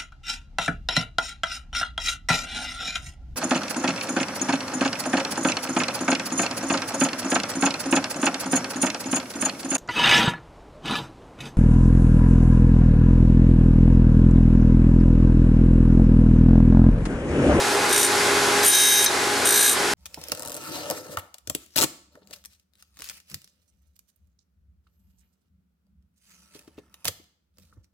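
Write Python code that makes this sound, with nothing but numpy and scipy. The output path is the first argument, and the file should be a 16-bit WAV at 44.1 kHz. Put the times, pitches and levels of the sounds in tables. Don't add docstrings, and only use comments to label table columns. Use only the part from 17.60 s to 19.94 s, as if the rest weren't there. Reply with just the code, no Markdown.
import sys
import numpy as np
from scipy import signal
from scipy.fft import rfft, irfft, next_fast_len
from scipy.io import wavfile
from scipy.ndimage import minimum_filter1d

SR = 44100
rng = np.random.default_rng(int(sys.argv[2]) if len(sys.argv) > 2 else 0)


def gain_from_db(level_db):
    decades = np.asarray(level_db, float) / 20
    return 10 ** decades


def dump_mix(stems):
    frames = np.atleast_2d(stems).T
    limited = np.clip(frames, -1, 1)
    pcm = np.round(limited * 32767).astype(np.int16)
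    wavfile.write(sys.argv[1], SR, pcm)


N = 103061


def rms_one(x):
    return x / np.sqrt(np.mean(x ** 2) + 1e-20)


def at_hz(points, hz):
    table_hz, table_db = np.transpose(points)
    return np.interp(np.log(hz + 1), np.log(table_hz), table_db)


def shaped(x, points):
    size = next_fast_len(N)
    hz = np.arange(size // 2 + 1) * SR / size
    return irfft(rfft(x, size) * gain_from_db(at_hz(points, hz)), size)[..., :N]


def one_pole(x, seconds):
    r = np.exp(-1 / (seconds * SR))
    return signal.lfilter([1 - r], [1, -r], x, zi=[r * x[:2000].mean()])[0]


def drift(rate_hz):
    r = np.exp(-2 * np.pi * rate_hz * 40 / SR)
    chance = rng.standard_normal(N // 40 + 2002)
    slow = signal.lfilter([1], [1, -2 * r, r * r], chance)[2000:]
    return np.interp(np.arange(N) / 40, np.arange(len(slow)), rms_one(slow))


def resonance(x, hz, width_hz):
    r = np.exp(-np.pi * width_hz / SR)
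    top = np.sqrt((1 - r * r) / 2) * np.array([1, 0, -1])
    bottom = [1, -2 * r * np.cos(2 * np.pi * hz / SR), r * r]
    return signal.lfilter(top, bottom, x + 1e-18)


def spread(mid, side, table):
    side = shaped(side, table)
    return np.array([mid + side, mid - side])


def shop(x):
    t60_s = .18
    t = np.arange(int(.3 * SR)) / SR
    tail = rng.standard_normal(len(t)) * gain_from_db(-60 * t / t60_s) * (t > .004)
    return signal.fftconvolve(x, tail / np.sqrt(np.sum(tail ** 2)))[:N]


def broad_noise():
    # pitch_hz, relative level_db (per Hz)
    whirr_colour = [(15, -61), (25, -30.5), (107, -25.5), (204, -19.5), (267, -13), (411, -4.5),
                    (445, -10.5), (667, -11), (827, -8), (897, -12.5), (1500, -9), (2930, -16.5),
                    (4270, -15.5), (10100, -21.5), (15600, -40.5)]
    low_pass, high_pass = (signal.butter(2, 1400, kind, fs=SR, output="sos") for kind in ("low", "high"))
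    low = signal.sosfilt(low_pass, rng.standard_normal(N))
    high = signal.sosfilt(high_pass, rng.standard_normal(N))
    patchy = low * gain_from_db(1.05 * drift(3.6)) + high * gain_from_db(0.28 * drift(8.2))
    return gain_from_db(-20) * rms_one(shaped(patchy, whirr_colour))


def hum_lines():
    # pitch_hz, level_db (rms, before the waver)
    hum_table = [(58.4, -56), (91, -49.5), (120, -45.5), (182, -47.5), (228, -46), (274.5, -37.5),
                 (361, -37), (388, -51), (410, -30.5), (479, -39.5), (623, -49), (806, -46), (830.5, -32.5),
                 (963, -38.5), (1045, -37), (1148, -45), (1310, -43), (1453, -40.5), (1662, -37),
                 (2030, -42.5), (2143, -43), (2492, -40.5)]
    wander, waver_db = .003, 1.8
    hum = np.zeros(N)
    for pitch_hz, level_db in hum_table:
        strength = np.sqrt(2) * gain_from_db(level_db + waver_db * drift(8.9))
        start = rng.uniform(0, 7.9)
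        turns = np.cumsum(pitch_hz * (1 + wander * drift(2.98))) / SR
        hum += strength * np.sin(start + 2 * np.pi * turns)
    return hum


def whirr():
    return broad_noise() + hum_lines()


def grits(count):
    spread_db = 2
    boost = np.minimum(rng.exponential(1, count), 5)
    return rms_one(rng.standard_normal(count) * gain_from_db(spread_db * boost))


def bite(turns):
    high_spot_turn, bite_turns, fade_turns = .062, .038, .15
    angle = (turns - high_spot_turn) % 1
    shape = (1 - np.exp(-angle / bite_turns)) * np.exp(-angle / fade_turns)
    return shape / shape.max()


def even_colour(x):
    return rms_one(irfft(np.exp(1j * np.angle(rfft(x)))))


def turning_wheel():
    # time_s, turns_per_s
    speed = [(0, 58.36), (1.04, 58.35), (1.2, 57.95), (1.33, 57.95), (1.47, 58.2), (1.6, 58.36),
             (1.88, 58.3), (2.1, 58.1), (2.34, 58.35)]
    turns = np.cumsum(np.interp(np.arange(N) / SR, *np.transpose(speed))) / SR
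    rim = grits(count=756)
    place = (turns % 1 * len(rim)).astype(int)
    pressure = bite(np.arange(len(rim)) / len(rim))
    spot = pressure * rim
    for _ in range(2):
        spot = even_colour(np.sqrt(pressure) * spot)
    rim = irfft(rfft(spot) * rng.choice([-1j, 1j], len(rim) // 2 + 1))
    return rim[place], spot[place] * np.sqrt(np.mean(pressure ** 2)), pressure[place], np.mean(pressure ** 2)


def ringing(coarse, fine, seated, pass_number):
    # pitch_hz, width_hz
    modes = [(1635, 120), (1740, 45), (2088, 35), (2380, 80), (3130, 24), (3722, 32), (3770, 26),
             (4133, 28), (4860, 60), (5160, 70), (5680, 90), (5795, 90), (5885, 60), (6260, 60), (6380, 28),
             (6720, 55), (7635, 55), (8205, 32), (8370, 70), (8580, 27), (8800, 60), (9155, 30), (9245, 60),
             (9380, 50), (9750, 90), (10100, 70), (11150, 220), (11500, 150), (11680, 45), (12370, 40),
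             (13600, 80), (15080, 36)]
    # one row a pass, one column a mode in the order above, level_db
    mode_levels = [
        [-13, -17, -19, -26, -34, -6.5, -3, -13, -22, -22, -13, -29, -3.5, -25, -22, -6, -15, -9, -11, -4, -18,
         2, -16, -8, -15, -17, -7, -24, -7, -8, -30, -18],
        [-7.5, -8, -14.5, -11.5, -13, -8.5, -1, -9, -14, -7, -7.5, -20, -7, -0.5, -5.5, -8.5, -17, -22, -13,
         -5.5, -8, 1.5, -22, -3, -20, -9.5, -12, -15, -3.5, -4.5, -25, -12],
        [-4, -22, -19, -11, -27, -3.5, -1.5, -6.5, -10, -18, -14, -19, -3, -7, -4.5, -5, -8, -4, -5, -9, -3.5,
         3, -15, -0.5, -13, -10, -5.5, -7, -4.5, -1.5, -25, -11],
    ]
    out = np.zeros(len(coarse))
    for j, (pitch_hz, width_hz) in enumerate(modes):
        if pitch_hz < 6600:
            push = seated
        elif pitch_hz < 8000:
            push = coarse
        else:
            push = fine
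        strength = 0.55 * gain_from_db(mode_levels[pass_number][j]) * (-1) ** j
        out += strength * resonance(push, pitch_hz, width_hz)
    return out


def cutting():
    # time_s, relative force_db, depth (0-1, share of the rim that touches),
    # seating_db (how well the lower modes are driven)
    passes = [
        [(.29, -29, 0.3, 0), (.322, -27, 0.3, 2), (.328, -18, 0.3, -1), (.35, -22, 0, 0), (.37, -15, 0, -4),
         (.4, -18, 0.7, -1), (.435, -16, 0.15, -4), (.455, -18, 0.3, -3), (.47, -24.5, .1, 0),
         (.485, -41, 0.2, 0)],
        [(1.02, -50, .2, -9), (1.03, -26.5, 0.3, 2), (1.052, -15, 0.4, -19), (1.068, -11.5, 0.8, -6),
         (1.1, -11, 0.74, -3), (1.14, -12, 0.66, 1.5), (1.2, -11, 0.7, -0.5), (1.27, -12.5, .6, 0),
         (1.33, -13.5, 0.7, 0.5), (1.38, -15.5, 0.8, 2.5), (1.42, -17.5, 0.6, 3), (1.45, -12, 0.4, -13.5),
         (1.466, -27, 0.1, 21.5), (1.49, -45, 0.1, 11)],
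        [(1.84, -45, 0.3, -5), (1.853, -20.5, 0.6, -7), (1.875, -18, .2, -1.5), (1.92, -18, 0.26, 0),
         (1.96, -15.5, 0.5, 1.5), (2.02, -13.5, 0.44, -1.5), (2.04, -12, 0.8, -1.5), (2.07, -13.5, 0.6, -0.5),
         (2.1, -11.5, 0.4, -6.5), (2.12, -17, 0.5, -2), (2.137, -20, 0.4, -6), (2.165, -43, 0.3, -4)],
    ]
    # pitch_hz, relative level_db (per Hz)
    rasp_colour = [(710, -42), (1200, -31), (1670, -2), (3470, 2), (3700, -4.5), (8000, 3), (9100, -8.5),
                   (12800, -16), (14100, -31), (15600, -1)]
    same = 0.94
    fine_wear = .9
    rim, spot, pressure, spot_power = turning_wheel()
    fresh = grits(count=N)
    out = np.zeros(N)
    for k, rows in enumerate(passes):
        time_s, force_db, depth, seating_db = np.transpose(rows)
        a, b = int(time_s[0] * SR), int(time_s[-1] * SR) + 6000
        t = np.arange(a, b) / SR
        deep = np.clip(np.interp(t, time_s, depth), 0, 1)
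        touch = deep + (1 - deep) * pressure[a:b]
        force = gain_from_db(np.interp(t, time_s, force_db)) * (t < time_s[-1])
        force = force / np.sqrt(deep ** 2 + (1 - deep ** 2) * spot_power)
        again = deep * rim[a:b] + np.sqrt(1 - deep ** 2) * spot[a:b]
        new = touch * fresh[a:b]
        coarse = force * (np.sqrt(same) * again + np.sqrt(1 - same) * new)
        fine_same = same * (1 - fine_wear * deep)
        fine = force * (np.sqrt(fine_same) * again + np.sqrt(1 - fine_same) * new)
        seated = coarse * gain_from_db(np.interp(t, time_s, seating_db))
        out[a:b] += ringing(coarse, fine, seated, k)
        out += gain_from_db(-0.5) * shaped(np.pad(coarse, (a, N - b)), rasp_colour)
    return out


def scene():
    # pitch_hz, level_db (side minus middle)
    side_whirr = [(60, -37), (110, -26), (200, -29.5), (380, -17), (700, -9.5), (1290, -7), (2380, -6),
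                  (4400, -8.5), (8120, -7.5), (15000, -59)]
    side_cut = [(60, -22), (110, -29), (200, -26), (380, -19), (700, -11), (1290, -10), (2380, -7.5),
                (4400, -15.5), (8120, -9), (15000, -70)]
    # pitch_hz, level_db (left minus right)
    balance = [(60, 0), (150, 0), (380, -1.5), (700, .8), (2400, .5), (4400, -.5), (8100, .4), (12000, 0)]
    motor, cut = whirr(), cutting()
    whirr_pair = spread(motor, shop(motor), side_whirr)
    cut_middle = cut + gain_from_db(-14) * shop(cut)
    left, right = whirr_pair + spread(cut_middle, shop(cut), side_cut)
    lean = np.array(balance) * [1, .5]
    return np.array([shaped(left, lean), shaped(right, lean * [1, -1])])


def top_cut(x):
    return signal.sosfilt(signal.butter(12, 15710, fs=SR, output="sos"), x)


def record(dry):
    knee_db, squeeze, sense_s = -18, 0.79, 0.0044
    hold_s = .015
    rise_db_per_s, start_db = 2.6, 2.6
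    slow_squeeze, slow_fall_s = 0.42, 0.25
    level_db = 10 * np.log10(one_pole(np.mean(dry ** 2, axis=0), sense_s) + 1e-12)
    hold = 2 * int(hold_s * SR / 2) + 1
    held_db = -minimum_filter1d(-level_db, hold, origin=hold // 2, mode="nearest")
    over = np.maximum(one_pole(held_db, 0.0027) - knee_db, 0)
    ramp = rise_db_per_s * np.arange(N) / SR
    top = np.maximum.accumulate(slow_squeeze * one_pole(over, slow_fall_s) + ramp)
    slow = np.maximum(top, start_db) - ramp
    extra = slow - np.minimum(slow, slow_squeeze * over)
    mix = dry * gain_from_db(-squeeze * over - extra)
    mix = signal.sosfilt(signal.cheby2(16, 40, 15380, fs=SR, output="sos"), mix)
    return top_cut(mix)


dry = scene()
out = record(dry)
dump_mix(out)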